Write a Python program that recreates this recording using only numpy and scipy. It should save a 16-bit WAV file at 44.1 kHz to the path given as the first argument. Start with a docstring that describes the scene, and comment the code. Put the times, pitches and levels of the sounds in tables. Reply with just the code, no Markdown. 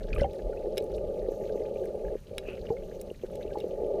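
"""Shallow sea inside a camera housing

Moving water rings the submerged housing in a hollow drone and pushes on it with a low rumble;
dull knocks bump it. Bubbles ring as gliding sines: a gurgle at the start, single pings later.
Sharp snaps, probably shrimp, crack over faint fizz and hiss. Water swishes past once."""
import sys
import numpy as np
from scipy import signal
from scipy.fft import rfft, irfft
from scipy.io import wavfile

SR = 44100
rng = np.random.default_rng(int(sys.argv[2]) if len(sys.argv) > 2 else 0)


def transcribe(u):
    """Save the signal u as a 16-bit wav file named by the first command-line argument.

    u: samples, shape (n,) or (channels, n), limited to [-1, 1]; the rate is SR.
    q: integer samples, one column per channel.
    """
    v = np.clip(np.atleast_2d(u).T, -1, 1)
    q = np.round(v * 32767).astype(np.int16)
    wavfile.write(sys.argv[1], SR, q)


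N = 176400
TIME_S = np.arange(N) / SR

# hollow drone: time_s, level_db
DRONE_LEVEL = [(0,-42),(.2,-37.5),(.32,-37.5),(.5,-34),(1.3,-34),(1.62,-33.5),(2.14,-35.5),(2.18,-58),(2.22,-63),(2.27,-56),(2.32,-40.5),(2.7,-41),(3.09,-41),(3.13,-50.5),(3.19,-60),(3.27,-46),(3.32,-40),(3.62,-37),(3.8,-33.5),(3.97,-28)]
# housing resonances: pitch_hz, width_hz, gain_db
HOUSING_MODES = [(385.8,53.4,-1.5),(435.3,45.3,0),(533,53.4,1),(604,40,-4),(642,85,-19.5),(774,39,-21),(847.3,25.2,-14.5)]
# water rumble: time_s, level_db
RUMBLE_LEVEL = [(0,-41),(.1,-36.5),(.2,-30),(.29,-39.5),(.37,-52),(.45,-38.5),(.53,-47),(.83,-44.5),(.95,-40.5),(1.13,-42),(1.25,-47),(1.32,-45.5),(1.62,-46),(2.03,-48.5),(2.08,-39.5),(2.17,-47),(2.55,-43.5),(3.15,-48),(3.32,-43),(3.7,-47),(4,-48)]
# rumble spectrum: freq_hz, gain_db
RUMBLE_SPECTRUM = [(18,-10),(27,6),(43,-9.5),(65,-6),(100,-10.5),(160,-13.5),(280,-20.5),(550,-39.5),(850,-44.5)]
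# hiss spectrum: freq_hz, gain_db
HISS_SPECTRUM = [(600,-5),(1000,5.5),(1400,1.5),(2000,-2),(2900,3.5),(3400,-3.5),(4100,2.5),(5200,-4),(6300,-3.5),(7500,-8),(9500,-6),(11800,-10),(14300,-9),(16000,-16)]
# shoves of water: centre_s, half_width_s, peak_db, sway_hz
WATER_SURGES = [(0.035,0.071,-33.5,32.5),(0.153,0.051,-28,42.6),(0.208,0.058,-30,64.4),(0.458,0.036,-28,41.9),(.96,0.062,-36.5,48),(1.236,0.028,-32,37),(2.08,0.031,-32,45.55)]
# fizz of tiny bubbles: time_s, level_db
FIZZ_LEVEL = [(0,-62),(.11,-57.5),(.2,-48),(.27,-67),(.39,-60.5),(.46,-70),(.88,-69),(.96,-56.5),(1.06,-69.5),(1.5,-65),(2.3,-68),(2.68,-61),(2.85,-70.5),(3.35,-64),(3.5,-61),(3.7,-70.5),(4,-71)]
# fizz band weights: pitch_hz, gain_db
FIZZ_SPECTRUM = [(1300,-3.5),(1600,3.5),(2100,1.5),(2800,3.5),(3400,0),(4100,3),(5500,-16),(7500,-15),(10000,-6)]
# high sizzle: time_s, level_db
SIZZLE_LEVEL = [(0,-84),(1.26,-80),(1.29,-72.5),(1.45,-72),(1.5,-75),(4,-77)]
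# sizzle bands: centre_hz, width_hz, gain_db
SIZZLE_PEAKS = [(6240,900,1.5),(13100,1100,-2.5)]
# single bubbles: start_s, level_db, pitch_hz, t60_s, glide_octaves_per_s
BUBBLE_PINGS = [(0.1303,-26.5,2510,0.023,-5),(.162,-33.5,1230,0.043,-4),(0.1616,-32,2450,.02,4),(0.181,-34,1690,0.013,4),(0.182,-40,2780,0.022,-6),(.131,-43,4350,0.01,-4),(.186,-52,5240,0.01,-4),(0.192,-45,4170,0.011,8),(.197,-39,3040,0.028,1),(.2,-50,9700,.008,0),(.203,-33.5,2060,0.036,-4),(0.21,-41.5,1566,0.075,-6),(0.21,-39.5,5470,0.012,-2),(.2165,-14,556.7,.12,1),(.22,-46,5300,.015,2),(.232,-47,6100,.008,1.5),(0.2332,-35,2920,.025,-14),(0.243,-21.5,770,0.091,2),(.245,-46,3100,0.036,2),(0.2435,-45,2150,0.046,0),
                (0.5306,-43.5,1490,0.031,-12),(.5726,-49,2500,0.048,11.5),(1.495,-46,1600,0.029,-4),(1.7716,-43.5,2700,0.01,-6),(1.8387,-48,1620,0.023,2),(2.048,-48,1650,0.031,-2),(2.0824,-43.5,1710,0.024,-7),(2.6689,-37.5,2880,0.014,-2),
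                (2.7025,-19.5,436,0.17,4.0),(2.7025,-31,862,0.12,-9.5),(2.7681,-43.5,2140,0.032,1),(3.1018,-40,2850,0.016,3),(3.4295,-40.5,3810,0.013,-5),(3.513,-50.5,1573,0.071,2),(3.555,-27.5,841,0.1,-0.5),(3.584,-47,4380,.018,2),(3.602,-40,3670,0.018,-7),(3.61,-43.5,2850,0.03,-7)]
# knocks on the housing: start_s, peak_db
HOUSING_KNOCKS = [(.183,-22),(.494,-25.5),(.6,-35),(.668,-23),(.676,-24),(0.808,-24),(1.285,-17.5),(1.319,-22.5),(1.556,-20.5),(1.605,-21.5),(2.049,-32),(2.125,-31),(2.153,-22),(2.484,-25.5),(2.702,-26),(3.112,-27),(3.235,-23),(3.243,-26),(3.352,-32),(3.452,-25.5),(3.571,-23),(3.641,-18),(3.834,-20.5),(3.908,-30),(3.942,-22.5)]
# big bubbles breaking loose: start_s, peak_db
BUBBLE_THUDS = [(.213,-22.5),(2.702,-27.5)]
# near snaps: start_s, crack_db, ring_db
NEAR_SNAPS = [(0.333,-52,-53.5),(0.772,-46,-38),(0.779,-33.5,-30),(.781,-33,-42),(.824,-51,-62),(0.8412,-49,-72),(0.919,-51,-68),(1.8555,-46,-69),(2.3817,-34,-30),(3.0134,-32.5,-52),(3.356,-44.5,-52),(3.586,-51,-53),(3.603,-49,-46.5)]
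# crack spectrum: freq_hz, gain_db
CRACK_SPECTRUM = [(2000,-21),(4200,-26.5),(5500,13),(6500,4.5),(8000,12),(10000,9.5),(12000,12),(14000,-2),(16000,17)]
# housing ring after a snap: freq_hz, gain_db
RING_SPECTRUM = [(700,-42),(1400,-21),(2300,9),(3400,6.5),(4500,-1.5),(7000,-10),(14000,-43)]
# housing modes rung by snaps: pitch_hz, gain_db, t60_s
BRIGHT_MODES = [(1400,-14,0.043),(1660,-8,0.044),(2210,-2,.04),(2470,-14,0.065),(2885,-1.5,0.033),(3340,-16.5,0.07),(3870,0.5,0.038),(5250,1,.025),(10610,-1.5,.012)]
# swish spectrum: freq_hz, gain_db
SWISH_SPECTRUM = [(900,-3),(1700,-5),(2200,-5),(2600,15),(3000,1),(3600,-16),(6000,-24),(12000,-49)]


def from_db(db):
    return 10 ** (np.asarray(db) / 20)


def unit_rms(x):
    return x / np.sqrt(np.mean(x ** 2) + 1e-20)


def envelope(rows):
    """Gain over time from time_s, level_db rows."""
    return from_db(np.interp(TIME_S, *np.transpose(rows)))


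def decay(t, t60_s):
    return np.exp(-np.log(1000) * t / t60_s)


def noise(spectrum):
    """Unit-rms noise shaped by freq_hz, gain_db rows; steep skirts beyond them."""
    hz, db = np.transpose(spectrum)
    bins_hz = np.maximum(np.arange(N // 2 + 1) * SR / N, 1)
    skirts = np.minimum(1, np.minimum(bins_hz / hz[0], hz[-1] / bins_hz)) ** 4
    gain = from_db(np.interp(np.log(bins_hz), np.log(hz), db))
    return unit_rms(irfft(rfft(rng.standard_normal(N)) * skirts * gain, N))


def drift(rate_hz):
    """Smooth random wander, unit rms."""
    bins_hz = np.arange(N // 2 + 1) * SR / N
    return unit_rms(irfft(rfft(rng.standard_normal(N)) / (1 + (bins_hz / rate_hz) ** 2), N))


def clicks(per_s, spread_db):
    """Random impulses, mostly small, a few large."""
    size = from_db(spread_db * np.minimum(rng.exponential(1, N), 4))
    return (rng.random(N) < per_s / SR) * size * rng.choice([-1, 1], N) + 1e-18


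def resonate(x, hz, width_hz):
    """Two-pole resonance, unit peak gain."""
    r = np.exp(-np.pi * width_hz / SR)
    feedback = [1, -2 * r * np.cos(2 * np.pi * hz / SR), r * r]
    return signal.lfilter(np.array([1, 0, -1]) * (1 - r * r) / 2, feedback, x)


def steep_resonance(x, hz, width_hz):
    """Two resonances in series, width_hz overall."""
    stage_hz = width_hz / np.sqrt(np.sqrt(2) - 1)
    return resonate(resonate(x, hz, stage_hz), hz, stage_hz)


def noise_band(hz, width_hz):
    return unit_rms(steep_resonance(rng.standard_normal(N), hz, width_hz))


def add(out, start_s, sound):
    i = int(np.clip(start_s * SR, 0, N - 1))
    out[i:i + len(sound)] += sound[:N - i]


def drone(flow_db=0.5, flutter_db=0.5, wall_cut_hz=897, overtone_db=-37.5):
    """Smooth flow and small jolts of water ring the housing; its wall cuts the treble."""
    jolts = unit_rms(clicks(per_s=200, spread_db=2.5))
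    modes = 0
    for hz, width_hz, db in HOUSING_MODES:
        push = jolts * rng.choice([-1, 1], N) + from_db(flow_db) * rng.standard_normal(N)
        modes += from_db(db) * steep_resonance(push, hz, width_hz)
    muffled = signal.sosfilt(signal.cheby1(8, .5, wall_cut_hz, fs=SR, output="sos"), modes)
    overtone = from_db(overtone_db) * noise_band(hz=1196, width_hz=25)
    flutter = from_db(flutter_db * drift(rate_hz=24))
    return envelope(DRONE_LEVEL) * (unit_rms(muffled * flutter) + overtone)


def deep_hum(max_db=-51.5, knee_db=-44):
    """The deepest housing resonance hums evenly, fading only in the drone's lulls."""
    drive = np.tanh(envelope(DRONE_LEVEL) / from_db(knee_db))
    return from_db(max_db) * drive * noise_band(hz=197, width_hz=43.7)


def rumble():
    """Low pressure swings of moving water."""
    return envelope(RUMBLE_LEVEL) * noise(RUMBLE_SPECTRUM)


def hiss(level_db=-67.5, flutter_db=0.2):
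    """Faint, near-steady hiss."""
    return from_db(level_db - flutter_db * drift(rate_hz=25)) * noise(HISS_SPECTRUM)


def surges():
    """Each shove of water sways the housing for a few slow cycles."""
    out = 0
    for centre_s, half_width_s, db, hz in WATER_SURGES:
        swell = np.exp(-((TIME_S - centre_s) / half_width_s) ** 2)
        out += from_db(db) * swell * np.sin(2 * np.pi * (hz * TIME_S + rng.random()))
    return out


def fizz(bands=16, pips_per_s=140, attack_s=.001, t60_s=0.04, width_ratio=0.29):
    """Tiny bubbles pip at random in noise bands, more densely in stirred water."""
    gain = envelope(FIZZ_LEVEL)
    crowding = (gain / np.median(gain)) ** .4
    energy = clicks(pips_per_s * crowding, spread_db=2.4) ** 2 / crowding
    t = TIME_S[:SR // 10]
    pip = decay(t, t60_s) * (1 - np.exp(-t / attack_s))
    hz, db = np.transpose(FIZZ_SPECTRUM)
    band_index = rng.integers(0, bands, N)
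    out = 0
    for k, pitch_hz in enumerate(np.geomspace(hz[0], hz[-1], bands)):
        pips = np.sqrt(np.abs(signal.oaconvolve(energy * (band_index == k), pip ** 2)[:N]))
        out += from_db(np.interp(pitch_hz, hz, db)) * pips * noise_band(pitch_hz, width_ratio * pitch_hz)
    return gain * unit_rms(out)


def sizzle(flutter_db=4):
    """Two high, narrow bands of hiss flutter unevenly."""
    bands = sum(from_db(db) * noise_band(hz, width_hz) for hz, width_hz, db in SIZZLE_PEAKS)
    return envelope(SIZZLE_LEVEL) * from_db(flutter_db * drift(rate_hz=11)) * unit_rms(bands)


def bubbles(splash_db=-21.5):
    """Each bubble rings as a dying, gliding sine with a little splash around its pitch."""
    out, t = np.zeros(N), TIME_S[:SR // 4]
    for start_s, db, hz, t60_s, octaves_per_s in BUBBLE_PINGS:
        phase = 2 * np.pi * np.cumsum(hz * 2 ** (octaves_per_s * t)) / SR
        tone = np.sin(phase) * decay(t, t60_s)
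        band = resonate(resonate(rng.standard_normal(len(t)), hz, hz / 2), hz, hz / 2)
        splash = from_db(splash_db) * unit_rms(band) * decay(t, t60_s / 2)
        attack = 1 - np.exp(-(t * hz) ** 2)  # about one cycle
        add(out, start_s, from_db(db) * attack * (tone + splash))
    return out


def bumps(rows, low_hz, high_hz, dull_hz=527):
    """Each soft bump swings the housing for a few cycles within a band."""
    band = signal.butter(2, [low_hz, high_hz], "band", fs=SR, output="sos")
    lowpass = signal.butter(2, dull_hz, fs=SR, output="sos")
    bump = signal.sosfilt(np.vstack([band, lowpass]), signal.unit_impulse(SR // 10))
    out = np.zeros(N)
    for start_s, db in rows:
        add(out, start_s, from_db(db) * bump / np.abs(bump).max())
    return out


def knocks():
    """Dull, hollow knocks on the housing."""
    return bumps(HOUSING_KNOCKS, low_hz=363, high_hz=527)


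def thuds():
    """Big bubbles break loose with low thuds."""
    return bumps(BUBBLE_THUDS, low_hz=44, high_hz=206)


def snaps(crack_t60_s=.012, ring_t60_s=0.015, modes_db=-7, vary_db=0.5, far_db=-68):
    """Near snaps crack and ring the housing's bright modes; far ones only tick."""
    crack_gain, ring_gain, tones = np.zeros((3, N))
    t = TIME_S[:SR // 10]
    for start_s, crack_db, ring_db in NEAR_SNAPS:
        add(crack_gain, start_s, from_db(crack_db) * decay(t, crack_t60_s))
        add(ring_gain, start_s, from_db(ring_db) * decay(t, ring_t60_s))
        for hz, db, t60_s in BRIGHT_MODES:
            gain = rng.choice([-1, 1]) * from_db(ring_db + db + modes_db + vary_db * rng.standard_normal())
            add(tones, start_s, gain * decay(t, t60_s) * np.sin(2 * np.pi * hz * t))
    far_ticks = np.abs(clicks(per_s=22, spread_db=4))
    crack_gain += from_db(far_db) * signal.fftconvolve(far_ticks, decay(t, crack_t60_s))[:N]
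    return crack_gain * noise(CRACK_SPECTRUM) + ring_gain * noise(RING_SPECTRUM) + tones


def swish(peak_s=2.505, level_db=-45, rise_t60_s=0.17, fall_t60_s=0.16, grain_db=4.0):
    """A short, grainy swish of water swells and dies."""
    rise = decay(np.maximum(peak_s - TIME_S, 0), rise_t60_s)
    fall = decay(np.maximum(TIME_S - peak_s, 0), fall_t60_s)
    return rise * fall * from_db(level_db + grain_db * drift(rate_hz=120)) * noise(SWISH_SPECTRUM)


def scene():
    """One microphone inside the housing."""
    housing = drone() + deep_hum() + knocks() + thuds() + surges()
    sea = rumble() + hiss() + sizzle() + bubbles() + fizz() + snaps() + swish()
    return (housing + sea)[None]


def record(dry, cutoff_hz=15350):
    """Steep low-pass."""
    return signal.sosfilt(signal.ellip(10, .1, 80, cutoff_hz, fs=SR, output="sos"), dry)


dry = scene()
out = record(dry)
transcribe(out)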